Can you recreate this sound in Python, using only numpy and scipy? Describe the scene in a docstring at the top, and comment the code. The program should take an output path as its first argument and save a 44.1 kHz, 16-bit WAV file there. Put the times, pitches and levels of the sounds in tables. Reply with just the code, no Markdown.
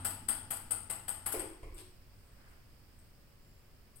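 """A ping-pong ball bounces in ever shorter hops on the tiles of a small utility room, over a machine hum
and a fading rumble. It knocks against a hollow box, scuffs it and rolls away with faint ticks; a soft
rustle and a thin squeak follow. Each impact gives a click and excites the briefly ringing modes of the
shell, which reflections from the hard walls prolong. Two microphones colour the treble very differently."""
import sys
import numpy as np
from scipy import signal
from scipy.fft import rfft, irfft
from scipy.io import wavfile
from scipy.ndimage import uniform_filter1d

SR = 44100
rng = np.random.default_rng(int(sys.argv[2]) if len(sys.argv) > 2 else 0)


def dump(signal):
    """Clip the signal to [-1, 1] and save it as 16-bit WAV at the path in sys.argv[1]."""
    limited = np.clip(np.atleast_2d(signal).T, -1, 1)
    pcm = np.round(limited * 32767).astype(np.int16)
    wavfile.write(sys.argv[1], SR, pcm)


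N = 176400
SIZE = 32768  # samples in an impulse response
T, AGE = np.arange(N) / SR, np.arange(SIZE) / SR

# Ball impacts. Each row: start in seconds, ring in dB, click in dB, main shell mode in Hz,
# lower modes in dB, upper modes in dB.
BOUNCES = [(-.19, 12.5, -0.5, 8600, -18, -6), (0.0473, 0.5, -7.5, 8400, -2.5, 4),
           (0.2843, 5, -8, 8630, -13, -1.5), (0.5054, -1.5, -10.5, 8700, -2, 4.5),
           (0.7071, 1.5, -12, 8690, -7.5, -1.5), (0.8982, -2.5, -11, 8520, -4.5, 1),
           (1.0808, -2, -11, 8450, -6.5, 2), (1.260, -4.5, -9.5, 8690, -3, 6),
           (1.32, -10.5, -16, 8600, 1, 11.5), (1.345, -23, -15.5, 8450, -11, 7),
           (1.392, -6.5, -14.5, 8450, -10, -0.5), (3.957, -25.5, -52, 8520, -11, 5)]
# Modes of the shell, the contact's hollow pock and the low tock of floor and room.
# Each row: frequency in Hz, level in dB, decay time (T60) in seconds.
SHELL_LOW_MODES = [(8003, 0.5, 0.013)]
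SHELL_UPPER_MODES = [(9660, -9.5, 0.018), (10540, -11, 0.0035), (11340, -12.5, 0.006), (12110, -13, 0.0032),
                     (13550, -20.5, 0.0057), (15300, -19.5, 0.0041)]
POCK_MODES = [(1472, -13.5, 0.049), (2065, -14.5, 0.031), (5020, -12, 0.0023)]
TOCK_MODES = [(668, -10.5, 0.056), (798, -7.5, 0.091), (872, -6, 0.13), (948, -11.5, 0.049)]
# Reverberation. Each row: band centre in Hz, T60 in seconds.
ROOM_T60 = [(250, 0.49), (900, 0.62), (3000, 0.61), (8500, 0.42), (15000, 0.33)]
# Strong wall echoes. Each row: delay in seconds, strength in dB relative to the diffuse sound.
ECHOES = [(.004, -3.5), (.0125, -2.5), (0.03, -13), (0.066, -5)]
# Steady motor tones. Each row: frequency in Hz, level in dB.
HUM_LINES = [(119, -77.5), (220.7, -83.5), (360.7, -88.5), (565.2, -84.5)]
# Envelopes of the drone, moving air and rolling ball. Each row: time in seconds, level in dB.
DRONE_LEVEL = [(0, -52.5), (.65, -61), (1.25, -60.5), (1.7, -65.5), (1.95, -74.5), (4, -87)]
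AIR_LEVEL = [(0, -55), (1.9, -58.5), (2.5, -58), (3.2, -59), (4, -59)]
ROLL_LEVEL = [(1.9, -104), (2.27, -80.5), (2.4, -98), (3.05, -90), (3.4, -106)]
# Spectra of the noises. Each row: frequency in Hz, relative spectral density in dB.
AIR_SPECTRUM = [(30, 3.5), (60, -1), (98, -0.5), (190, -11.5), (350, -15.5), (660, -21), (1500, -23.5),
                (2700, -25.5), (3800, -30), (5000, -26.5), (7000, -34), (16000, -57)]
RUMBLE_SPECTRUM = [(60, -7), (140, -8), (250, 0), (450, -22.5), (2000, -53)]
RUSTLE_SPECTRUM = [(600, -9), (1500, -1), (2500, -11), (7000, -36)]
HISS_SPECTRUM = [(2000, -30), (9500, -7.5), (13000, -1.5), (15700, 2)]
# Spectra of the contacts with tile and box. Each row: frequency in Hz, relative level in dB.
CLICK_SPECTRUM = [(330, -0.5), (550, -2.5), (850, -1.5), (1400, 4.5), (2350, -5), (3200, 0), (4000, -8),
                  (5000, -11.5), (6300, -22), (16000, -16)]
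CRACK_SPECTRUM = [(2000, -27), (7000, -2), (11000, 3), (13000, -15), (15500, -1)]
TAP_SPECTRUM = [(200, -37), (600, -9), (1100, 9.5), (1500, -12), (2200, 5.5), (3300, -11), (5000, -17),
                (7000, -13), (16000, -31)]
SCUFF_SPECTRUM = [(1500, -4), (2200, -3), (2800, -4), (3300, -2), (4200, -3), (16000, -23)]
# Blows on the box. Each row: start in seconds, level in dB, tilt in dB per octave, thud in dB, tap in dB.
KNOCKS = [(1.336, -0.5, -1, -30, -9), (1.372, -7, -1.5, -1, -12), (1.420, -7.5, -18, -27, -12),
          (1.628, -15, 4, 5.5, -4.5), (1.667, -17.5, -14, 2.5, -9.5), (1.721, -20.5, -28, 7.5, -8),
          (1.800, -21.5, -12, -15, -9)]
# Modes of the panels and of the whole box. Each row: frequency in Hz, level in dB, T60 in seconds.
PANEL_MODES = [(326, -5.5, 0.15), (363.8, -2.5, 0.16), (417, -2, 0.085), (535.3, -7.5, 0.17),
               (670, -4.5, 0.032), (1022, -15, 0.19), (2263, -33, 0.054), (3180, -30, .06)]
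THUD_MODES = [(32.4, 0.5, 0.18), (65.7, 0.5, 0.059)]
# Light contacts as the ball settles. Each row: start in seconds, ring in dB, click in dB.
TICKS = [(1.741, -37, -41), (2.485, -50, -44), (2.986, -48.5, -52)]
# Microphone responses. Each row: frequency in Hz, gain in dB.
LEFT_MIC = [(2000, 0), (3100, 0.5), (4000, -3.5), (5400, -15.5), (7000, 3.5), (8500, 13), (9300, 11),
            (11000, 13.5), (13000, 9), (16000, 7.5)]
RIGHT_MIC = [(2000, 0.5), (3800, 0), (5050, 6.5), (6000, -0.5), (7300, -8), (8500, -33.5), (9500, -6),
             (11000, -3.5), (13000, 7), (16000, -18)]

MAIN_HZ, MAIN_SPLIT_HZ, MAIN_T60_S = 8600, 243, 0.011  # the shell's main pair of modes
COHERENCE_HZ = 710  # above this, left and right grow independent


def undb(db):
    """Amplitude ratio of a level in decibels."""
    return 10 ** (np.asarray(db) / 20)


def unit(x):
    """Normalisation to unit energy."""
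    return x / np.sqrt(np.sum(x ** 2, axis=-1, keepdims=True))


def along(points, size):
    """Interpolation of (Hz, value) points over log frequency."""
    hz, value = np.array(points).T
    return np.interp(np.log(np.fft.rfftfreq(size, 1 / SR) + 1), np.log(hz), value)


def response(points):
    """Minimum-phase impulse response of a spectrum, by folding its cepstrum."""
    cepstrum = irfft(np.log(undb(along(points, SIZE))))
    fold = np.r_[1, np.full(SIZE // 2 - 1, 2), np.zeros(SIZE // 2)]
    return irfft(np.exp(rfft(cepstrum * fold)))


def noise(points):
    """White noise filtered to a spectrum, at rms 1."""
    spectrum = rfft(rng.standard_normal(N)) * undb(along(points, N))
    return unit(irfft(spectrum, N)) * np.sqrt(N)


def drift(rate_hz):
    """Smoothed random steps with a spread near 1."""
    hold = int(SR / rate_hz)
    steps = np.repeat(rng.standard_normal(512), hold)[:N + hold]
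    return uniform_filter1d(uniform_filter1d(steps, hold), hold)[:N]


def add(out, s, sound):
    """Superposition of a stereo sound starting at s seconds."""
    i = int(s * SR)
    part = sound[:, max(-i, 0):max(N - i, 0)]
    out[:, max(i, 0):max(i, 0) + part.shape[1]] += part


def decay(t60):
    """Exponential damping: 60 dB in t60 seconds."""
    return np.exp(-np.log(1000) * AGE / t60)


def ring(modes):
    """Free vibration: a sum of damped sinusoids."""
    return sum(undb(db) * unit(np.sin(2 * np.pi * hz * AGE) * decay(t60)) for hz, db, t60 in modes)


def diffuse(mid, side, size, bass_coherence=1):
    """Left and right spectra of a diffuse field, alike only at long wavelengths."""
    coherence = bass_coherence / (1 + (np.fft.rfftfreq(size, 1 / SR) / COHERENCE_HZ) ** 2)
    return mid * np.sqrt(1 + coherence) + np.array([[1], [-1]]) * side * np.sqrt(1 - coherence)


def room(x, direct_db=-19, build_s=0.0015, early_s=0.031, early_db=-13.5, ripple_db=2.1):
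    """Reverberation: early reflections, echoes and a tail, new for each spot, join the direct sound."""
    mid, side = rfft(rng.standard_normal((2, SIZE)))
    knots_hz = np.arange(0, SR, 260)
    ripple = np.interp(np.fft.rfftfreq(SIZE, 1 / SR), knots_hz, rng.standard_normal(len(knots_hz)))
    field = diffuse(mid, side, SIZE) * undb(ripple_db * ripple)  # nearby surfaces colour each spot
    echoes = sum(undb(db) * np.exp(-((AGE - s) / 0.0012) ** 2) for s, db in ECHOES)
    tail = 0
    for hz, t60 in ROOM_T60:
        band = along([(f, f == hz) for f, _ in ROOM_T60], SIZE)
        echo_gain = 1 + echoes * hz / (hz + 1800)  # echoes stand out in the treble
        tail = tail + irfft(field * band) * decay(t60) * echo_gain
    onset = 1 - np.exp(-(AGE / build_s) ** 2)
    early = 1 + undb(early_db) * np.exp(-(AGE / early_s) ** 2)
    walls = unit(tail * onset * early)
    return undb(direct_db) * x + signal.fftconvolve(walls, x[None], axes=1)[:, :SIZE]


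def shell(main_hz, low_db, upper_db, shift=0.045, scatter_db=1.5):
    """Modes of a thin plastic shell: a close pair beats; the spot struck varies the upper ones."""
    upper = [(hz + shift * (hz - MAIN_HZ) * rng.standard_normal(),
              db + scatter_db * rng.standard_normal(), t60) for hz, db, t60 in SHELL_UPPER_MODES]
    below = ring([(main_hz - MAIN_SPLIT_HZ / 2, 0, MAIN_T60_S)])
    above = ring([(main_hz + MAIN_SPLIT_HZ / 2, 0, MAIN_T60_S)])
    return undb(low_db) * ring(SHELL_LOW_MODES) + unit(below - above) + undb(upper_db) * ring(upper)


def bounces(shell_db=-12, contact_db=-6):
    """Impact excitation: each contact clicks, rings the shell and draws a tock from floor and room."""
    out = np.zeros((2, N))
    click = unit(response(CLICK_SPECTRUM)) + ring(POCK_MODES)
    tock = sum(undb(db) * unit(room(ring([(hz, 0, t60)]))) for hz, db, t60 in TOCK_MODES)
    for s, ring_db, click_db, main_hz, low_db, upper_db in BOUNCES:
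        contact = undb(contact_db + click_db)
        ringing = undb(shell_db + ring_db) * shell(main_hz, low_db, upper_db)
        add(out, s, room(ringing + contact * click) + contact * tock)
    return out


def machine_hum(drone_hz=94.55):
    """A dying drone and lasting motor tones, randomly modulated in frequency and amplitude."""
    phase = 2 * np.pi * np.cumsum(drone_hz + 2.13 * drift(26)) / SR
    hum = undb(np.interp(T, *np.array(DRONE_LEVEL).T) + 4.5 * drift(18)) * np.sin(phase)
    for hz, db in HUM_LINES:
        gain = undb(db + 2 * drift(5.2))
        phase = 2 * np.pi * np.cumsum(hz + 1.43 * drift(12.1)) / SR
        hum += gain * np.sin(phase)
    return np.sqrt(2) * hum


def moving_air():
    """Broadband noise of air and machines, arriving as a diffuse field."""
    mid, side = rfft(noise(AIR_SPECTRUM)), rfft(noise(AIR_SPECTRUM))
    air = irfft(diffuse(mid, side, N, bass_coherence=.86), N) / np.sqrt(2)
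    return air * undb(np.interp(T, *np.array(AIR_LEVEL).T))


def rumble(db=-57, fade_db_per_s=11.5):
    """Low noise that decays exponentially during the first bounces."""
    return noise(RUMBLE_SPECTRUM) * undb(db - fade_db_per_s * T)


def crack(start_s=1.324, db=-14):
    """The ball meets the box: so short a pulse is rich in treble."""
    out = np.zeros((2, N))
    add(out, start_s, undb(db) * room(unit(response(CRACK_SPECTRUM))))
    return out


def box_knocks(swell_s=0.0045, dry_db=-10, room_db=-8):
    """Resonance of a hollow box: after a dry tap the panels swell into their ring over a soft thud."""
    out, tap = np.zeros((2, N)), unit(response(TAP_SPECTRUM))
    swell = 1 - np.exp(-(AGE / swell_s) ** 2)
    pivot_hz = PANEL_MODES[2][0]
    for s, db, tilt_db, thud_db, tap_db in KNOCKS:
        panels = [(hz, level + tilt_db * np.log2(hz / pivot_hz), t60) for hz, level, t60 in PANEL_MODES]
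        body = swell * (ring(panels) + undb(thud_db) * ring(THUD_MODES))
        reverberant = room(body + undb(tap_db) * tap)
        add(out, s, undb(db) * (undb(dry_db) * body + undb(room_db) * reverberant))
    return out


def ticks(shell_ring):
    """Light impacts of the settling ball weakly excite the shell and the two lowest pock modes."""
    out, pock = np.zeros((2, N)), unit(ring(POCK_MODES[:2]))
    for s, ring_db, click_db in TICKS:
        add(out, s, room(undb(ring_db) * shell_ring + undb(click_db) * pock))
    return out


def scuff(shell_ring, peak_s=1.782, width_s=0.013, db=-32.5, click_db=7.5):
    """Friction along the box: a burst of noise drives the shell's ring and a contact click."""
    out = np.zeros((2, N))
    rub = unit(rng.standard_normal(SIZE) * np.exp(-((AGE - 2 * width_s) / width_s) ** 2 / 2))
    contact = shell_ring + undb(click_db) * unit(response(SCUFF_SPECTRUM))
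    scrape = signal.fftconvolve(rub, contact)[:SIZE]
    add(out, peak_s - 2 * width_s, undb(db) * room(scrape))
    return out


def roll(waver_db=2):
    """Forced vibration: the grain of the tiles keeps the rolling shell faintly ringing."""
    grit = rng.standard_normal(N) * undb(np.interp(T, *np.array(ROLL_LEVEL).T) + waver_db * drift(14))
    ringing = unit(room(shell(MAIN_HZ, low_db=-2, upper_db=-4)))
    return signal.fftconvolve(grit[None], ringing, axes=1)[:, :N]


def rustle(peak_s=2.465, width_s=0.12, db=-68.5):
    """Soft noise under a flickering Gaussian envelope."""
    swell = np.exp(-((T - peak_s) / width_s) ** 2 / 2) * undb(db + 2 * drift(59.9))
    return swell * np.array([noise(RUSTLE_SPECTRUM), noise(RUSTLE_SPECTRUM)])


def squeak(start_s=3.40, length_s=.3, hz=7300, db=-79.5):
    """A thin, frequency-modulated tone that glides up and fades."""
    age = np.maximum(T - start_s, 0)
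    pitch = hz - 250 * np.exp(-age / .025) + 70 * drift(120)
    progress = np.clip(age / length_s, 0, 1)
    envelope = np.sqrt(np.abs(np.sin(np.pi * progress ** 0.36)))
    return undb(db) * envelope * np.sin(2 * np.pi * np.cumsum(pitch) / SR)


def scene():
    """Superposition: the pressures of all sources add."""
    shell_ring = shell(MAIN_HZ, low_db=-1.7, upper_db=0)
    return (bounces() + machine_hum() + moving_air() + rumble() + crack() + box_knocks()
            + ticks(shell_ring) + scuff(shell_ring) + roll() + rustle() + squeak())


def record(dry, hiss_db=-69.5, cutoff_hz=15900):
    """Each microphone filters the sound and adds its own hiss; a steep low-pass limits the band."""
    heard = np.array([signal.fftconvolve(x, response(mic))[:N] + undb(hiss_db) * noise(HISS_SPECTRUM)
                      for x, mic in zip(dry, (LEFT_MIC, RIGHT_MIC))])
    return signal.sosfilt(signal.ellip(10, .2, 70, cutoff_hz, fs=SR, output="sos"), heard)


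dry = scene()
out = record(dry)
dump(out)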